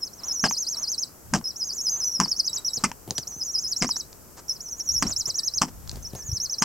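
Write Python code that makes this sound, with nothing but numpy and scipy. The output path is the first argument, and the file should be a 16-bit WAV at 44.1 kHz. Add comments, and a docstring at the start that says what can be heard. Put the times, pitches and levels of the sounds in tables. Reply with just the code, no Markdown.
"""Stony ground beside bushes, in the open air. Two ground birds forage right by the microphone.
Each sharp tap is a dull thump with a burst of cracking grit; lighter clicks, pats and scuffs fall
between. Behind them a small songbird warbles in the bushes, a two-voiced whistle swinging up and down.
A far bird whistles faintly over a soft hush, and a light breeze rumbles on the microphone."""
import sys
import numpy as np
from scipy import signal
from scipy.fft import rfft, irfft
from scipy.io import wavfile
from scipy.ndimage import uniform_filter1d

SR = 44100
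rng = np.random.default_rng(int(sys.argv[2]) if len(sys.argv) > 2 else 0)


def dump_mix(stems):
    """Bounce the given channels to the path in sys.argv[1] as a 16-bit WAV at rate SR."""
    frames = np.atleast_2d(stems).T  # one column per channel
    limited = np.clip(frames, -1, 1)  # hard clip at full scale
    pcm = np.round(limited * 32767).astype(np.int16)
    wavfile.write(sys.argv[1], SR, pcm)


N = 292824
TIME = np.arange(N) / SR
HZ = np.fft.rfftfreq(N, 1 / SR)

# Close taps, graze and last knock relative to the main crack: start_s, knock_db, knock_hz, snap_db,
# graze_db, rebound_hz, rebound_gap_s, rebound_fall_db_per_s, last_delay_s, last_db
TAPS = [(0.4404, -15.5, 1610, -20, -40, 762, .0047, 332, 0.07, -9),
        (1.3375, -17, 1575, -19, -30, 720, 0.0038, 280, 0.075, -26),
        (2.201, -15, 1135, -14, -34, 954, 0.0054, 567, 0.058, -20.5),
        (2.842, -17.5, 1270, -16.5, -3, 2240, .0029, 802, 0.074, -12),
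        (3.8233, -21.5, 2160, -17, -30, 2110, .005, 406, 0.068, -7.5),
        (5.028, -19, 1057, -20.5, 1, 830, 0.0071, 1000, .0395, -14),
        (5.619, -16, 1144, -14, -10.5, 935, 0.0054, 634, 0.025, -36),
        (6.6235, -16, 1198, -15, -16.5, 1150, .0043, 650, .05, -11)]
# Dull thumps, one under each tap plus two lone low bumps, judder relative to the thump:
# peak_s, level_db, pitch_hz, judder_db
DULL_THUMPS = [(0.4409, -19, 204, -9), (1.3359, -19, 224, -4), (2.2004, -21, 216, -5),
               (2.8425, -19, 210, -10), (3.8215, -18.5, 212, -4), (5.0288, -22, 219, -4),
               (5.6194, -22, 191, -5), (6.2944, -25, 104, -25), (6.333, -20, 95, -35),
               (6.6239, -21, 196, -12)]
# Feet scuffing the soil, and at 6.155 s a rustle of feathers: start_s, length_s, level_db
SCUFFS = [(0.45, 0.02, -29), (1.327, 0.073, -37), (2.189, 0.11, -46), (2.778, 0.061, -47),
          (2.838, 0.077, -44.5), (3.312, 0.022, -50), (3.814, 0.044, -29), (4.366, 0.045, -44.5),
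          (5.025, 0.11, -40), (5.266, 0.033, -41), (5.625, 0.059, -59), (5.674, 0.025, -44),
          (5.911, 0.1, -52), (6.155, 0.051, -47.5)]
# Light contacts: start_s, level_db
STONE_CLICKS = [(3.1078, -20.5), (3.181, -21), (3.184, -23.5), (3.966, -28.5), (4.129, -40.5), (4.801, -40),
                (5.394, -35.5), (5.8755, -40.5), (5.8944, -27), (5.915, -34.5), (5.958, -40.5)]  # claws and bills on stone
TOE_PATS = [(2.776, -36), (3.077, -35.5), (3.0882, -37), (3.0985, -39), (3.11, -31), (3.124, -37),
            (3.186, -32), (3.273, -46), (3.364, -41.5), (4.934, -58), (4.966, -53), (5.276, -41),
            (5.929, -39), (5.956, -36), (5.97, -40), (6.133, -35.5), (6.151, -33.5)]  # soft footfalls
# Spectra of the close ground sounds: frequency_hz, gain_db
KNOCK_SPECTRUM = [(100, -7), (300, -7), (480, -16.5), (750, 2), (1100, 8), (1600, 1), (2300, -5),
                  (3100, -2.5), (3800, -19), (5000, -17), (9000, -66)]
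SNAP_SPECTRUM = [(2500, -87), (3800, -42), (4600, -4.5), (5300, 2), (6300, -1), (7200, -7), (8200, -7),
                 (9500, -19), (12000, -30), (16000, -27)]
JUDDER_SPECTRUM = [(50, -36), (110, -17.5), (160, 2.5), (230, 4), (300, -4.5), (450, -18.5), (900, -56.5)]
GRIT_SPECTRUM = [(80, 8), (250, -2.5), (600, 1.5), (1200, -2), (2300, -12), (3700, -15.5), (5400, -2.5),
                 (8000, -6.5), (10000, -40), (16000, -63)]
CLAW_SPECTRUM = [(100, -10), (400, -9.5), (900, -9.5), (1600, -12), (2800, -14), (3700, -7.5), (4600, 2),
                 (5400, -0.5), (7500, -6), (9500, -18.5), (16000, -51)]
TOE_SPECTRUM = [(40, -15), (100, 5), (220, 0), (450, -6), (800, -13), (1500, -38), (3000, -28)]

# Song in the bushes, one swing up and down a row: start_s, rise_s, fall_s, aimed_crest_hz,
# aimed_end_hz, drop_lateness (1 = even), rise_db, fall_db, accent_db
SONG_SYLLABLES = [(0.007, 0.0083, 0.031, 5450, 4700, 0.48, -46, -32, 6),
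                  (0.038, 0.018, 0.029, 6580, 3960, 0.89, -35, -35, -0.5),
                  (0.129, 0.02, 0.068, 6860, 3940, 1.15, -43.5, -48, 0),
                  (0.234, 0.028, 0.049, 7330, 4760, 0.68, -28.5, -27, -3.5),
                  (0.312, 0.0264, 0.045, 7100, 5472, 0.6, -25.5, -21.5, -20),
                  (0.392, 0.027, 0.054, 6770, 4050, 0.82, -27.5, -18.5, -3),
                  (0.474, 0.038, 0.05, 6900, 3960, 0.79, -26.5, -21, -8.5),
                  (0.558, 0.042, 0.055, 6830, 3980, 1.1, -26, -22.5, -10),
                  (0.658, 0.051, 0.05, 7040, 3942, 0.76, -28, -21.5, -8.5),
                  (0.768, 0.043, 0.047, 6940, 4030, 0.92, -30, -22.5, -5.5),
                  (0.866, 0.043, 0.045, 6680, 3930, 0.92, -28, -20.5, -12),
                  (0.979, 0.027, 0.04, 7000, 3906, 1.0, -25.5, -25.5, 2.5),
                  (1.441, 0.0025, 0.026, 4940, 4670, 1.345, -31, -25, -2.5),
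                  (1.466, 0.025, 0.026, 5520, 3922, 1.4, -27, -37, 5),
                  (1.559, 0.02, 0.053, 7160, 4430, 0.83, -32, -34, 5),
                  (1.634, 0.016, 0.063, 6880, 4062, 1.6, -26.5, -29, 3.5),
                  (1.711, 0.043, 0.044, 7580, 5130, 0.9, -30.5, -23, -8),
                  (1.803, 0.019, 0.058, 7000, 4466, 1.4, -25, -25, -0.5),
                  (1.88, 0.027, 0.046, 6970, 6213, 0.61, -22, -19.5, -1),
                  (1.959, 0.029, 0.044, 7150, 4662, 0.83, -26, -25, -4),
                  (2.034, 0.013, 0.051, 6040, 5470, 1.54, -22, -22.5, -3),
                  (2.113, 0.016, 0.044, 5860, 4782, 0.93, -30, -29.5, 8.5),
                  (2.174, 0.037, 0.045, 5590, 4105, 2.1, -38, -29.5, 6.5),
                  (2.279, 0.025, 0.029, 7000, 4130, 0.6, -27, -26, 8),
                  (2.363, 0.024, 0.022, 6710, 4060, 0.72, -31, -23, 9),
                  (2.446, 0.019, 0.032, 6560, 3763, 0.52, -29, -22.5, 1.5),
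                  (2.53, 0.02293, 0.029, 7450, 3790, 0.8, -25, -20.5, -6),
                  (2.646, 0.017, 0.041, 5920, 3785, 0.86, -25, -28, 6.5),
                  (2.733, 0.022, 0.031, 7280, 3924, 0.7, -24.5, -23, -2.5),
                  (3.151, 0.003, 0.021, 5900, 5430, 0.954, -37, -30, -1),
                  (3.175, 0.025, 0.041, 6100, 3950, 1.55, -29, -45, 7),
                  (3.271, 0.015, 0.053, 7550, 5707, 0.59, -29.5, -32, 7),
                  (3.337, 0.024, 0.06, 6380, 4557, 2.1, -38.5, -37.5, 2.5),
                  (3.421, 0.029, 0.047, 7400, 5326, 0.5, -26.5, -29, -3),
                  (3.502, 0.023, 0.054, 7520, 4280, 0.5, -29, -31.5, 8.5),
                  (3.57, 0.045, 0.044, 7450, 4584, 0.58, -23, -33.5, 5),
                  (3.657, 0.046, 0.038, 7270, 3947, 0.74, -28.5, -24.5, 2),
                  (3.762, 0.028, 0.038, 7690, 3994, 0.84, -23.5, -29.5, 4),
                  (3.867, 0.025, 0.043, 7580, 3830, 0.5, -27, -24, 4),
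                  (3.958, 0.026, 0.034, 7530, 3827, 1.07, -26, -28.5, 2.5),
                  (4.482, 0.00714, 0.02, 6080, 4845, 0.66, -35, -24.5, 2),
                  (4.509, 0.0298, 0.035, 6240, 3988, 1.3, -29, -50.5, 9),
                  (4.605, 0.017, 0.05, 7430, 5770, 0.8, -30, -36.5, 10),
                  (4.683, 0.024, 0.03, 7000, 5420, 0.93, -36, -27.5, 12),
                  (4.736, 0.053, 0.021, 7180, 5273, 0.83, -45.5, -25, 14),
                  (4.81, 0.031, 0.053, 7450, 5310, 0.9, -37, -32.5, 15.5),
                  (4.902, 0.034, 0.043, 7400, 5044, 0.45, -23.5, -18.5, -1.5),
                  (4.978, 0.028, 0.042, 7300, 3930, 0.7, -26, -30.5, -1),
                  (5.067, 0.028, 0.041, 7540, 3915, 1.2, -25, -24.5, -5),
                  (5.162, 0.025, 0.036, 7700, 3940, 1.03, -22.5, -19, -6.5),
                  (5.255, 0.028, 0.032, 7600, 3904, 0.72, -24, -22.5, -1.5),
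                  (5.343, 0.028, 0.032, 7230, 3890, 0.9, -26.5, -21.5, 4),
                  (5.432, 0.026, 0.031, 6800, 3970, 1.5, -26.5, -24, 7),
                  (5.537, 0.016, 0.035, 6860, 4005, 2.4, -27.5, -21, 8.5),
                  (6.025, 0.00253, 0.03, 6630, 5040, 1, -36, -37, 1),
                  (6.058, 0.021, 0.038, 6060, 3950, 0.98, -34.5, -51.5, 2),
                  (6.155, 0.0068, 0.05, 6800, 5810, 2.4, -35.5, -33, -4),
                  (6.221, 0.029, 0.053, 7180, 5390, 2.2, -41, -26.5, -7),
                  (6.314, 0.03, 0.04, 6500, 3994, 1.3, -29, -25.5, -3),
                  (6.4, 0.035, 0.031, 6740, 4034, 1.2, -25.5, -23, -7.5),
                  (6.496, 0.019, 0.037, 6610, 3985, 1.1, -29.5, -21, -9.5),
                  (6.583, 0.023, 0.032, 6800, 3980, 2.2, -28, -21, -19)]
# The song sounds loudest near 5 kHz, fainter on low and high notes: pitch_hz, gain_db
LEVEL_BY_PITCH = [(3700, -14.5), (4100, -14.5), (4500, -3.5), (5100, 1.9), (5600, 0), (6000, -1.6),
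                  (6500, -8), (7200, -8.5)]
# Strength of the song's other tones against its fundamental: pitch_hz, gain_db
SECOND_VOICE_LEVEL = [(4600, -9), (5400, -20), (6000, -7.5), (7000, -10)]  # just above the first voice
OCTAVE_LEVEL = [(3900, 2), (4300, -16.5), (4900, -27), (5600, -22), (6300, -24), (7200, -18)]  # grows on low notes
# Notes of the distant bird: start_s, length_s, pitch_hz, level_db
FAR_NOTES = [(5.36, 0.081, 1800, -60), (6.102, 0.2, 1758, -63.5), (6.361, 0.16, 1738, -61.5)]

# Breeze on the microphone: time_s, level_db
GUSTS = [(0.0, -62), (1.14, -70), (1.33, -39.5), (1.48, -60), (4.84, -55.5), (4.94, -37), (5.38, -58.5),
         (5.97, -37.5), (6.19, -51), (6.31, -41), (6.51, -59), (6.64, -61)]
# Midrange swells in the hush: start_s, length_s, level_db
HUSH_SWELLS = [(0.135, 0.27, -49.5), (0.699, .2, -50), (1.85, 0.25, -51.5), (2.48, .18, -50.5)]
# Spectra of the background: frequency_hz, gain_db
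RUMBLE_SPECTRUM = [(20, -19.5), (45, -5.5), (75, -5.5), (120, -11.5), (200, -22), (500, -47)]
HUSH_SPECTRUM = [(30, -16.5), (70, -8.5), (200, -10), (400, -12), (800, -17), (1350, -19), (2000, -28.5),
                 (3700, -35.5), (4500, -29), (5400, -22), (8000, -20.5), (9500, -27), (12300, -20),
                 (16000, -26.5)]
SWELL_SPECTRUM = [(200, -4), (500, -5.5), (1150, 0), (1800, -11), (2800, -15), (4000, -14), (8000, -38)]
# How alike the hush is on the left and right: frequency_hz, correlation
HUSH_LIKENESS = [(60, 0.66), (250, 0.4), (1400, 0.15), (3100, 0.67), (6000, 0.037), (15000, 0.22)]
# Balance of the microphone's two sides: frequency_hz, left_minus_right_db
MIC_BALANCE = [(60, 3.5), (300, 3), (2000, 2), (4500, 2.5), (8000, -0.5), (15000, 2)]


def taps(uneven_db=1.5, uneven_pitch=0.09, uneven_gap=0.1, rebounds=7, last_knock_hz=970):
    """Right by the microphone, each tap grazes, cracks, chatters in fading rebounds and knocks last."""
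    out = np.zeros(N)
    graze_lead_s, rebound_knock_db, rebound_snap_db, last_snap_db = 0.0034, -3, -4, -6
    for s, knock_db, hz, snap_db, graze_db, rebound_hz, gap_s, fall_db_per_s, last_s, last_db in TAPS:
        add(out, s - graze_lead_s, grit_crack(knock_db + graze_db, hz, snap_db + graze_db))
        add(out, s, grit_crack(knock_db, hz, snap_db))
        jitter = rng.uniform(-1, 1, (rebounds, 4)) * np.sqrt(3)
        for k, (time_jitter, knock_jitter, pitch_jitter, snap_jitter) in enumerate(jitter, 1):
            after_s = gap_s * (k + uneven_gap * time_jitter)
            fall_db = fall_db_per_s * after_s
            knock = knock_db + rebound_knock_db - fall_db + uneven_db * knock_jitter
            snap = snap_db + rebound_snap_db - fall_db + uneven_db * snap_jitter
            add(out, s + after_s, grit_crack(knock, rebound_hz * np.exp(uneven_pitch * pitch_jitter), snap))
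        last = grit_crack(knock_db + last_db, last_knock_hz, snap_db + last_db + last_snap_db)
        add(out, s + last_s, last)
    return out


def grit_crack(knock_db, knock_hz, snap_db):
    """One crack knocks the ground with its own hollow pitch and snaps brightly."""
    knock = crack(KNOCK_SPECTRUM, crush_s=0.0012, crush=0.2, ring_s=0.005, ring=0.025)
    snap = crack(SNAP_SPECTRUM, crush_s=0.00044, crush=0.52, ring_s=0.0047, ring=0.043)
    body = gain_of(-4) * knock + gain_of(-5.5) * hollow(knock_hz, t60=0.025)
    return gain_of(knock_db) * body + gain_of(snap_db - 0.5) * snap


def crack(spectrum, crush_s, crush, ring_s, ring):
    """One grain gives way: a sharp impulse, a moment of crushing and a weak ring."""
    t = np.arange(SR // 25) / SR
    force = rng.standard_normal(len(t)) * (crush * np.exp(-t / crush_s) + ring * np.exp(-t / ring_s))
    force[0] -= 1
    return unit_attack(coloured(force, spectrum))


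def hollow(hz, t60):
    """Knocked ground rings briefly at one pitch."""
    t = np.arange(SR // 25) / SR
    return unit_attack(-np.sin(2 * np.pi * hz * t) * gain_of(-60 * t / t60))


def thumps(push_s=0.0033, judder_s=0.058):
    """Close, dull thumps and bumps: a push of about two swings, then a low judder as grit gives way."""
    out, t = np.zeros(N), np.arange(-SR // 40, SR // 8) / SR
    judder_onset = np.clip(t / push_s - 1, 0, 1)
    judder_decay = gain_of(-7 * ((t / judder_s) ** 2 + t / judder_s))
    for s, db, hz, judder_db in DULL_THUMPS:
        push = -np.cos(2 * np.pi * hz * t) * np.exp(-(t / push_s) ** 2 * hz / 400)
        shake = unit_rms(coloured(rng.standard_normal(len(t)), JUDDER_SPECTRUM))
        judder = gain_of(judder_db) * shake * judder_onset * judder_decay
        add(out, s + t[0], gain_of(db) * (push + judder))
    return out


def scuffs(grains_per_s=900):
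    """Loose grit shifts underfoot, and once feathers rustle, in a shower of tiny grains."""
    out = np.zeros(N)
    for s, length_s, db in SCUFFS:
        chance, sign = rng.random((2, int(length_s * SR)))
        grains = (chance < grains_per_s / SR) * np.sign(sign - 0.5)
        shower = unit_rms(coloured(grains, GRIT_SPECTRUM))
        add(out, s, gain_of(db) * shower * signal.windows.tukey(len(shower), 0.5))
    return out


def clicks_and_pats():
    """Close by, claws and bills click on stone and toes pat the soil."""
    out = np.zeros(N)
    for s, db in STONE_CLICKS:
        click = crack(CLAW_SPECTRUM, crush_s=0.0013, crush=0.31, ring_s=0.0032, ring=0.02)
        add(out, s, gain_of(db) * click)
    for s, db in TOE_PATS:
        pat = crack(TOE_SPECTRUM, crush_s=0.0053, crush=0.12, ring_s=0.0076, ring=0.023)
        add(out, s, gain_of(db) * pat)
    return out


def songbird(waver=0.0085, flutter_db=2.5, rasp_rising=0.056, rasp_falling=0.022,
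             second_above_hz=550, second_falling_db=-9):
    """In the bushes, a two-voiced whistle swings about eleven times a second, raspier on the way up."""
    pitch, loudness = melody()
    phase = 2 * np.pi * np.cumsum(pitch * (1 + waver * wander(hz=159))) / SR
    rising = uniform_filter1d((np.gradient(pitch) > 0) * 1., size=400)
    level = loudness * gain_of(flutter_db * wander(hz=165))
    rasp_depth = rasp_falling + (rasp_rising - rasp_falling) * rising
    rasp = rasp_depth * (wander(hz=650) * np.sin(phase) + wander(hz=650) * np.cos(phase)) / np.sqrt(2)
    beat_phase = 2 * np.pi * np.cumsum(second_above_hz * (1 + 0.28 * wander(hz=39.4))) / SR
    second_db = lookup(SECOND_VOICE_LEVEL, pitch) + second_falling_db * (1 - rising)
    second_voice = gain_of(second_db) * np.sin(phase + beat_phase)
    octave_db = lookup(OCTAVE_LEVEL, pitch) + 3 * wander(hz=61)
    overtones = gain_of(octave_db) * (np.sin(2 * phase) + gain_of(-14) * np.sin(3 * phase))
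    voice = np.sqrt(2) * level * (np.sin(phase) + second_voice + rasp + overtones)
    # echoes from nearby ground beat against the gliding note; the bushes add a faint tail
    ground = gain_of(-10.5) * scatter(voice, t60=0.041, delay_s=0.003, likeness=0.51)
    bushes = gain_of(-23.5) * scatter(voice, t60=0.17, delay_s=0.032, likeness=0.19)
    return gain_of(-2) * placed(voice, lag_ms=0.014, left_db=-2) + ground + bushes


def melody(onset_hz=5100., slur_s=0.008, attack_s=0.0016, release_s=0.011, curl_hz=219.9, curl_s=0.032):
    """Pitch and loudness of the song: each syllable swings to its crest, drops and dies away."""
    hz, gate, accent = np.full(N, onset_hz), np.zeros(N), np.zeros(N)
    efforts, last_end = [], -1
    for start, rise, fall, crest_hz, end_hz, lateness, rise_db, fall_db, accent_db in SONG_SYLLABLES:
        at = max(round(start * SR), 1)
        t = TIME[:min(SR // 4, N - at)]
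        span = slice(at, at + len(t))
        slurred = start - last_end < slur_s
        from_hz = hz[at - 1] if slurred else onset_hz
        climb = (crest_hz - from_hz) * ease(t / rise, lateness=1.27)
        drop = (end_hz - crest_hz) * ease((t - rise) / fall, lateness)
        curl = curl_hz * ease((t - rise - fall) / curl_s, lateness=1.8)  # a dying note curls back up
        hz[span] = from_hz + climb + drop + curl
        attack = 1 if slurred else ease(t / attack_s, lateness=1)
        gate[span] = attack * np.exp(-np.maximum(t - rise - fall, 0) / release_s)
        accent[span] = accent_db * (t > rise)
        efforts += [(start + rise / 2, rise_db), (start + rise + fall / 2, fall_db)]
        last_end = start + rise + fall
    hz = bend(hz, centre_hz=5984, width_hz=1770, push=-0.52)  # glides linger near the easiest pitch
    hz = bend(hz, centre_hz=4440, width_hz=370, push=1.29)  # and rush through a break in the voice
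    flare_db = accent * np.exp(-((hz - 5100) / 580) ** 2)  # the accent acts on the fall through 5100 Hz
    effort_db = np.interp(TIME, *np.transpose(efforts))
    pitch_gain_db = uniform_filter1d(flare_db + lookup(LEVEL_BY_PITCH, hz), size=100)
    return hz, uniform_filter1d(gate, size=30) * gain_of(effort_db + pitch_gain_db)


def far_bird():
    """Far off, faint level whistles, soft at both ends, trail away in echoes."""
    out = np.zeros(N)
    for s, length_s, hz, db in FAR_NOTES:
        t = np.arange(int(length_s * SR)) / SR
        add(out, s, gain_of(db) * np.sin(2 * np.pi * hz * t) * signal.windows.tukey(len(t), 0.4))
    return out + gain_of(-2) * scatter(out, t60=0.68, delay_s=0.01, likeness=0.3)


def breeze():
    """Light gusts buffet each side of the microphone with a low rumble."""
    return gain_of(np.interp(TIME, *np.transpose(GUSTS))) * stereo_noise(RUMBLE_SPECTRUM, likeness=0.28)


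def hush():
    """All around, a steady hush whose midrange swells softly now and then."""
    steady = gain_of(-48.5) * stereo_noise(HUSH_SPECTRUM, lookup(HUSH_LIKENESS, HZ))
    swell = np.zeros(N)
    for s, length_s, db in HUSH_SWELLS:
        add(swell, s, gain_of(db) * signal.windows.hann(int(length_s * SR)))
    return steady + swell * stereo_noise(SWELL_SPECTRUM, likeness=0.92)


def placed(x, lag_ms, left_db):
    """Direction at the microphone: the left side's delay and level against the right."""
    left = irfft(rfft(x) * np.exp(-2j * np.pi * HZ * lag_ms / 1000), N)
    return np.array([left * gain_of(left_db / 2), x * gain_of(-left_db / 2)])


def scatter(x, t60, delay_s, likeness):
    """Sparse echoes from ground and foliage, partly shared by the channels."""
    t = np.arange(SR // 2) / SR
    echoes = rng.standard_normal((3, len(t))) * (rng.random((3, len(t))) < 0.1)
    stereo = np.sqrt(likeness) * echoes[2] + np.sqrt(1 - likeness) * echoes[:2]
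    tail = stereo * gain_of(-60 * t / t60) * (t > delay_s)
    return signal.fftconvolve(x[None], tail / np.linalg.norm(tail[0]), axes=1)[:, :N]


def stereo_noise(spectrum, likeness):
    """Steady noise of one colour, partly shared by the channels."""
    left, other = rfft(rng.standard_normal((2, N)))
    right = likeness * left + np.sqrt(1 - likeness ** 2) * other
    return unit_rms(irfft(np.array([left, right]) * gain_of(lookup(spectrum, HZ)), N))


def coloured(x, spectrum, size=2048):
    """Minimum-phase filter: nothing sounds before the blow."""
    log_gain = np.log(gain_of(lookup(spectrum, abs(np.fft.fftfreq(size, 1 / SR)))))
    ring = np.fft.ifft(np.exp(np.conj(signal.hilbert(log_gain)))).real
    return signal.fftconvolve(x, ring[:size // 2])[:len(x)]


def wander(hz):
    """Random motion up to the given rate; rms 1."""
    return unit_rms(irfft(rfft(rng.standard_normal(N)) / (1 + (HZ / hz) ** 4), N))


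def bend(hz, centre_hz, width_hz, push):
    """Pushes nearby pitches away from a centre; a negative push draws them in."""
    return hz + push * (hz - centre_hz) * np.exp(-((hz - centre_hz) / width_hz) ** 2)


def ease(share, lateness):
    """A smooth step from 0 to 1; lateness over 1 puts it off."""
    return (1 - np.cos(np.pi * np.clip(share, 0, 1) ** lateness)) / 2


def gain_of(db):
    """Decibels to gain."""
    return 10 ** (np.asarray(db) / 20)


def unit_rms(x):
    """Scales to rms 1."""
    return x / np.sqrt(np.mean(x ** 2) + 1e-20)


def unit_attack(x):
    """Scales to rms 1 over the first 3 ms."""
    return x / np.sqrt(np.mean(x[:SR * 3 // 1000] ** 2))


def lookup(table, hz):
    """Reads a table on a log-frequency axis."""
    table_hz, value = np.transpose(table)
    return np.interp(np.log(hz + 1), np.log(table_hz + 1), value)


def add(mix, s, sound):
    """Adds a sound at time s."""
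    part = mix[max(round(s * SR), 0):][:len(sound)]
    part += sound[:len(part)]


def scene():
    """Close, nearly dry foraging in front; song, far bird and open air behind."""
    grit = taps() + scuffs() + clicks_and_pats()
    direct = placed(grit + thumps(), lag_ms=0.015, left_db=-0.95)
    echoes = gain_of(-14.5) * scatter(grit, t60=0.12, delay_s=0.00033, likeness=0.19)
    return direct + echoes + songbird() + far_bird() + breeze() + hush()


def record(dry, band_limit_hz=16100):
    """The microphone's left side is a little louder, most in the bass; then clipping and a low-pass."""
    tilt_db = lookup(MIC_BALANCE, HZ) / 2
    heard = np.clip(irfft(rfft(dry) * gain_of([tilt_db, -tilt_db]), N), -1, 1)
    low_pass = signal.firwin(255, band_limit_hz, window=("kaiser", 9), fs=SR)
    return signal.oaconvolve(heard, low_pass[None], "same")


dry = scene()
out = record(dry)
dump_mix(out)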